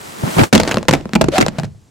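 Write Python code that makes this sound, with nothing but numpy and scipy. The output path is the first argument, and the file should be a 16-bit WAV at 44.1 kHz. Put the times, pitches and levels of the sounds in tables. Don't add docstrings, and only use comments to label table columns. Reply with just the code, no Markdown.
import sys
import numpy as np
from scipy import signal
from scipy.fft import rfft, irfft
from scipy.io import wavfile

SR = 44100
rng = np.random.default_rng(int(sys.argv[2]) if len(sys.argv) > 2 else 0)


def transcribe(u):
    v = np.clip(np.atleast_2d(u).T, -1, 1)
    q = np.round(v * 32767).astype(np.int16)
    wavfile.write(sys.argv[1], SR, q)


N = 83790
T = np.arange(N) / SR
HIT_T = T[:8192]


def knocks():
    # (time [s], crack [dB], clack [dB], thump [dB], thump pitch [Hz], chatter fade time [ms])
    blows = [(0.2346, -42, -14, -7.5, 130.6, 2.7), (0.367, -52, -11, -8, 164, 3),
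             (0.384, -13.5, 0.5, -4, 135, 3.1), (0.4146, -19, 1, -0.5, 124, 3.6),
             (0.435, -7, -3.5, -15, 127, 5.9), (0.5277, 6.5, 9.5, 3, 149, 3.3),
             (0.533, 1.5, 1.5, 7.5, 240, 11), (.546, -4, 3, 5, 165, 0.63), (0.551, 12, 3, 4.5, 226, 1.27),
             (0.5571, -1, 8, 5.5, 240, 2.1), (0.5779, -8.5, -14, -7.5, 249, 2.5),
             (0.599, -1.5, 2.5, -19.5, 170, 4.2), (.634, -10.5, -10, -19, 168, 0.48),
             (.676, -8.5, -11, -13, 267, 8.1), (0.712, -8.5, -10.5, -10, 215, 2.5),
             (0.743, -12, -7.5, -14, 128.6, 2.2), (0.7711, -9, -1.5, -4.5, 212, 0.63),
             (0.8835, 6.5, 7, 3, 302, 2.5), (.892, -3.5, -0.5, -2.5, 173, 2),
             (0.91, -7, -5.5, -9, 141, 1.8), (0.928, -10, -4.5, -5.5, 246, 6.6),
             (0.9355, -2, 6, -6.5, 261, 3.8), (1.056, -33, -14.5, -14.5, 199, 0.93),
             (1.1347, -11.5, -16.5, -7, 216, 0.2), (1.153, -8.5, -8, -3, 202, 2.6),
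             (1.158, -16.5, 3.5, 1.5, 207, 3.3), (1.212, 0.5, 7.5, -0.5, 227, 3.2),
             (1.218, -13.5, -6, -8, 182, 1.9), (1.2417, -15, -4.5, -5, 151, 2.3),
             (1.2849, -15, -6.5, 1.5, 356, 2.8), (1.3815, 1.5, 0, -17, 217, 2.6),
             (1.388, -27, -26, -2.5, 227.5, 3), (1.41, -3.5, -9, -8, 250, 5),
             (1.425, -12.5, -8, -11.5, 139, 4.3), (1.483, -12.5, -11.5, -9, 203, 3),
             (1.5849, -16.5, -16, -9.5, 146, 3.3), (1.598, -19, -15.5, -19.5, 163, 0.18),
             (1.634, -22.5, -20.5, -12.5, 186, 2), (1.644, -25, -19.5, -18, 109, 7.4),
             (1.747, -61, -42, -31, 103.8, 3.6)]
    # (time [s], level [dB])
    taps = [(0.6146, -20.5), (0.6516, -23.5), (0.6924, -16), (0.72, -19.5), (0.759, -21), (.784, -18.5),
            (0.829, -22.5), (0.853, -33), (0.951, -16), (1.010, -31), (1.0929, -32), (1.404, -14.5),
            (1.464, -12)]
    # (time [s], pitch [Hz], level [dB])
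    objects = [(.393, 2270, -4), (0.578, 3320, -10.5), (0.7121, 1580, -10), (.721, 2595, -12.5),
               (.886, 886, 1), (0.936, 2150, -3.5), (1.156, 2410, -4), (1.212, 643, -2), (1.382, 745, -9),
               (1.4264, 2080, -11.5), (1.586, 615, -15), (1.598, 700, -21.5)]
    out = np.zeros((2, N))
    for at, crack_db, clack_db, thump_db, hz, chatter_ms in blows:
        blow = undb(crack_db) * crack(chatter_ms) + undb(clack_db) * clack() - undb(thump_db) * thump(hz)
        add(out, at, blow)
    for at, db in taps:
        add(out, at, undb(db) * (crack(chatter_ms=0.66) + undb(6.5) * clack()))
    for at, hz, db in objects:
        contact = pair(grains(len(HIT_T), spread_db=0.84), apart=0.22) * fade(seconds=0.023)
        note = signal.lfilter(*signal.iirpeak(hz, Q=11.7, fs=SR), contact)
        add(out, at, undb(db) * burst(note))
    return out


def crack(chatter_ms, snap=1.98, tail_s=0.01):
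    # (frequency [Hz], level [dB])
    tone = [(100, -5), (600, 1), (1500, 4.5), (3000, -1.5), (7500, -5.5), (11000, -19.5), (16000, -32)]
    # (pitch [Hz], level [dB])
    parts = [(2070, -8.5), (2600, 0.5), (3560, -9.5), (4150, 2.5)]
    chatter = np.exp(-HIT_T * 1000 / max(chatter_ms, 0.3))
    tail = undb(-24) * np.exp(-HIT_T / tail_s)
    contacts = grains(len(HIT_T), spread_db=6.5) * (chatter + tail)
    contacts[0, 0] += snap
    contacts[1, 4] += snap
    ringing = ring(parts, fade_s=0.031, spread_db=4, apart=0.41)
    return burst(colour(pair(contacts, apart=0.32), tone)) + undb(-11.5) * ringing


def clack():
    # (pitch [Hz], level [dB])
    casing = [(335, 5), (430, 2), (520, 5), (640, 5.5), (850, 3.5), (1000, 0), (1320, -5.5)]
    return ring(casing, fade_s=0.04, spread_db=3, apart=0.54)


def thump(hz, swell_s=0.0014, swings=1.94):
    contact = (1 - np.exp(-HIT_T / swell_s)) * np.exp(-(hz * HIT_T / swings) ** 2)
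    swing = np.sin(2 * np.pi * hz * HIT_T) * contact
    rock = np.sin(2 * np.pi * 1.33 * hz * HIT_T) * contact
    return pair([swing, rng.choice([-1, 1]) * rock], apart=0.33)


def ring(notes, fade_s, spread_db, apart):
    out = 0
    for hz, db in notes:
        strength, detune, split, side = rng.standard_normal(4)
        mic_shift = apart * split * np.array([[1], [-1]])
        phase = 2 * np.pi * hz * (1 + 0.04 * detune) * HIT_T + mic_shift
        gain = np.sign(side) * undb(db + spread_db * strength)
        out = out + gain * np.sin(phase) * fade(fade_s * np.sqrt(notes[0][0] / hz))
    return burst(out)


def rasp(width_hz=150):
    # (time [s], pitch [Hz], level [dB])
    scrape = [(1.317, 456, -29), (1.33, 562, -23.5), (1.35, 645, -19), (1.365, 757, -15), (1.381, 759, -21),
              (1.392, 790, -31.5)]
    # (frequency [Hz], level [dB])
    tone = [(200, -54.5), (1200, -1.5), (4000, -5.5), (10000, -19.5), (16000, -36)]
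    smoothing = signal.butter(2, width_hz / 2, fs=SR, output="sos")
    wobble = signal.sosfilt(smoothing, rng.standard_normal((2, 2, N)))
    phase = 2 * np.pi * np.cumsum(curve(scrape)) / SR
    note = unit(pair(wobble[0] * np.sin(phase) + wobble[1] * np.cos(phase), apart=0.39))
    grit = pair(grains(N, spread_db=2.1), apart=0.68)
    hiss = unit(colour(grit * (1 + 0.5 * np.cos(phase)), tone))
    touching = (T > scrape[0][0]) & (T < scrape[-1][0])
    return (note + undb(-5) * hiss) * undb(curve(scrape, column=2)) * touching


def drag():
    # (time [s], level [dB])
    loudness = [(0, -82), (.21, -33.5), (.28, -21), (.35, -42), (.392, -4.5), (.44, -21), (.505, -55),
                (.6, -24.5), (.73, -19.5), (.87, -44), (.95, -23), (1.02, -40), (1.3, -40), (1.42, -20.5),
                (1.5, -42), (1.6, -31.5), (1.72, -56)]
    # (frequency [Hz], level [dB])
    tone = [(60, -17.5), (200, 10.5), (2500, -13.5), (16000, -35)]
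    grit = pair(grains(N, spread_db=2.5), apart=0.59)
    return unit(colour(grit, tone)) * undb(curve(loudness))


def slide():
    # (time [s], level [dB])
    loudness = [(0, -33), (.18, -32), (.375, -22), (.44, -21), (.492, -41.5), (.52, -79)]
    # (frequency [Hz], level [dB])
    tone = [(40, -12.5), (150, 3), (850, -2.5), (5500, -11), (8000, -9.5), (11000, -15), (16000, -20)]
    # (frequency [Hz], level [dB])
    opposite_tone = [(100, -3.0), (1000, 6.5), (6800, -8.0), (14000, 1.5)]
    common, opposite = colour(grains(N, spread_db=2.34), tone)
    hiss = pair([common, colour(opposite, opposite_tone)], apart=0.96)
    return unit(hiss) * undb(curve(loudness))


def twist(x, flex_hz=1040):
    # (time [s], level [dB])
    bending = [(.45, 5), (.6, -4.5), (.68, -11), (1.13, -8), (1.22, 0), (1.385, -5.5), (1.41, 9.5),
               (1.49, 2.5), (1.58, -4.5)]
    common, opposite = (x[0] + x[1]) / 2, (x[0] - x[1]) / 2
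    lows = signal.sosfilt(signal.butter(1, 2 * flex_hz, fs=SR, output="sos"), opposite)
    flex = lows + signal.lfilter(*signal.iirpeak(flex_hz, Q=1, fs=SR), opposite)
    opposite = opposite - lows + undb(curve(bending)) * flex
    return np.array([common + opposite, common - opposite])


def room(x, swell_s=0.008):
    # (frequency [Hz], level [dB], time to fade by 60 dB [s])
    bands = [(69, -0.5, 0.34), (224, -11.5, 0.29), (510, -15.5, 0.2), (1195, -20.5, 0.19),
             (4970, -23.5, 0.4), (14000, -41.5, 0.13)]
    t = T[:N // 2]
    noise = rfft(pair(rng.standard_normal((2, len(t))), apart=0.45))
    log_hz = np.log(np.fft.rfftfreq(len(t), 1 / SR) + 1)
    log_centres = np.log(np.array(bands)[:, 0])
    echo = 0
    for share, (_, db, fade_s) in zip(np.eye(len(bands)), bands):
        band = irfft(noise * np.interp(log_hz, log_centres, share), len(t))
        envelope = np.exp(-np.log(1000) * t / fade_s) * (1 - np.exp(-t / swell_s))
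        echo = echo + undb(db) * band * envelope / np.linalg.norm(envelope)
    return signal.fftconvolve(x, echo, axes=1)[:, :N]


def background():
    # (frequency [Hz], level [dB])
    tone = [(30, -12), (90, 8), (500, -28.5), (7500, -21), (16000, -42.5)]
    return undb(-54) * unit(colour(pair(rng.standard_normal((2, N)), apart=0.17), tone))


def grains(size, spread_db):
    noise = rng.standard_normal((2, size))
    strength = np.repeat(rng.standard_normal(size // 16 + 1), 16)[:size]
    return unit(noise * undb(spread_db * strength))


def pair(x, apart):
    return np.array([x[0] + apart * x[1], x[0] - apart * x[1]]) / np.hypot(1, apart)


def colour(x, points):
    size = 2 * x.shape[-1]
    hz, db = np.array(points).T
    log_hz = np.log(np.fft.rfftfreq(size, 1 / SR) + 1)
    log_filter = irfft(np.log(undb(np.interp(log_hz, np.log(hz), db))))
    log_filter[1:size // 2] *= 2
    log_filter[size // 2 + 1:] = 0
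    return irfft(rfft(x, size) * np.exp(rfft(log_filter)))[..., :size // 2]


def fade(seconds):
    return np.exp(-np.log(1000) * HIT_T / seconds)


def curve(rows, column=1):
    rows = np.array(rows)
    return np.interp(T, rows[:, 0], rows[:, column])


def undb(db):
    return 10 ** (np.asarray(db) / 20)


def unit(x):
    return x / np.sqrt(np.mean(x ** 2))


def burst(x):
    return x / np.sqrt(np.mean(np.sum(x ** 2, axis=-1)) * 1000 / SR)


def add(out, at, x):
    start = int(at * SR)
    out[:, start:start + x.shape[1]] += x[:, :N - start]


def scene(landing_s=0.52):
    blows = knocks() + rasp()
    quiet = background()
    return twist(blows + drag()) + room(blows * (T > landing_s)) + slide() + quiet


def record(dry, ceiling=0.75, hardness=18, low_hz=30, top_hz=15900):
    x = dry / (1 + np.abs(dry / ceiling) ** hardness) ** (1 / hardness)
    x = signal.sosfilt(signal.butter(2, low_hz, "high", fs=SR, output="sos"), x)
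    return signal.sosfilt(signal.ellip(8, 0.2, 70, top_hz, fs=SR, output="sos"), x)


dry = scene()
out = record(dry)
transcribe(out)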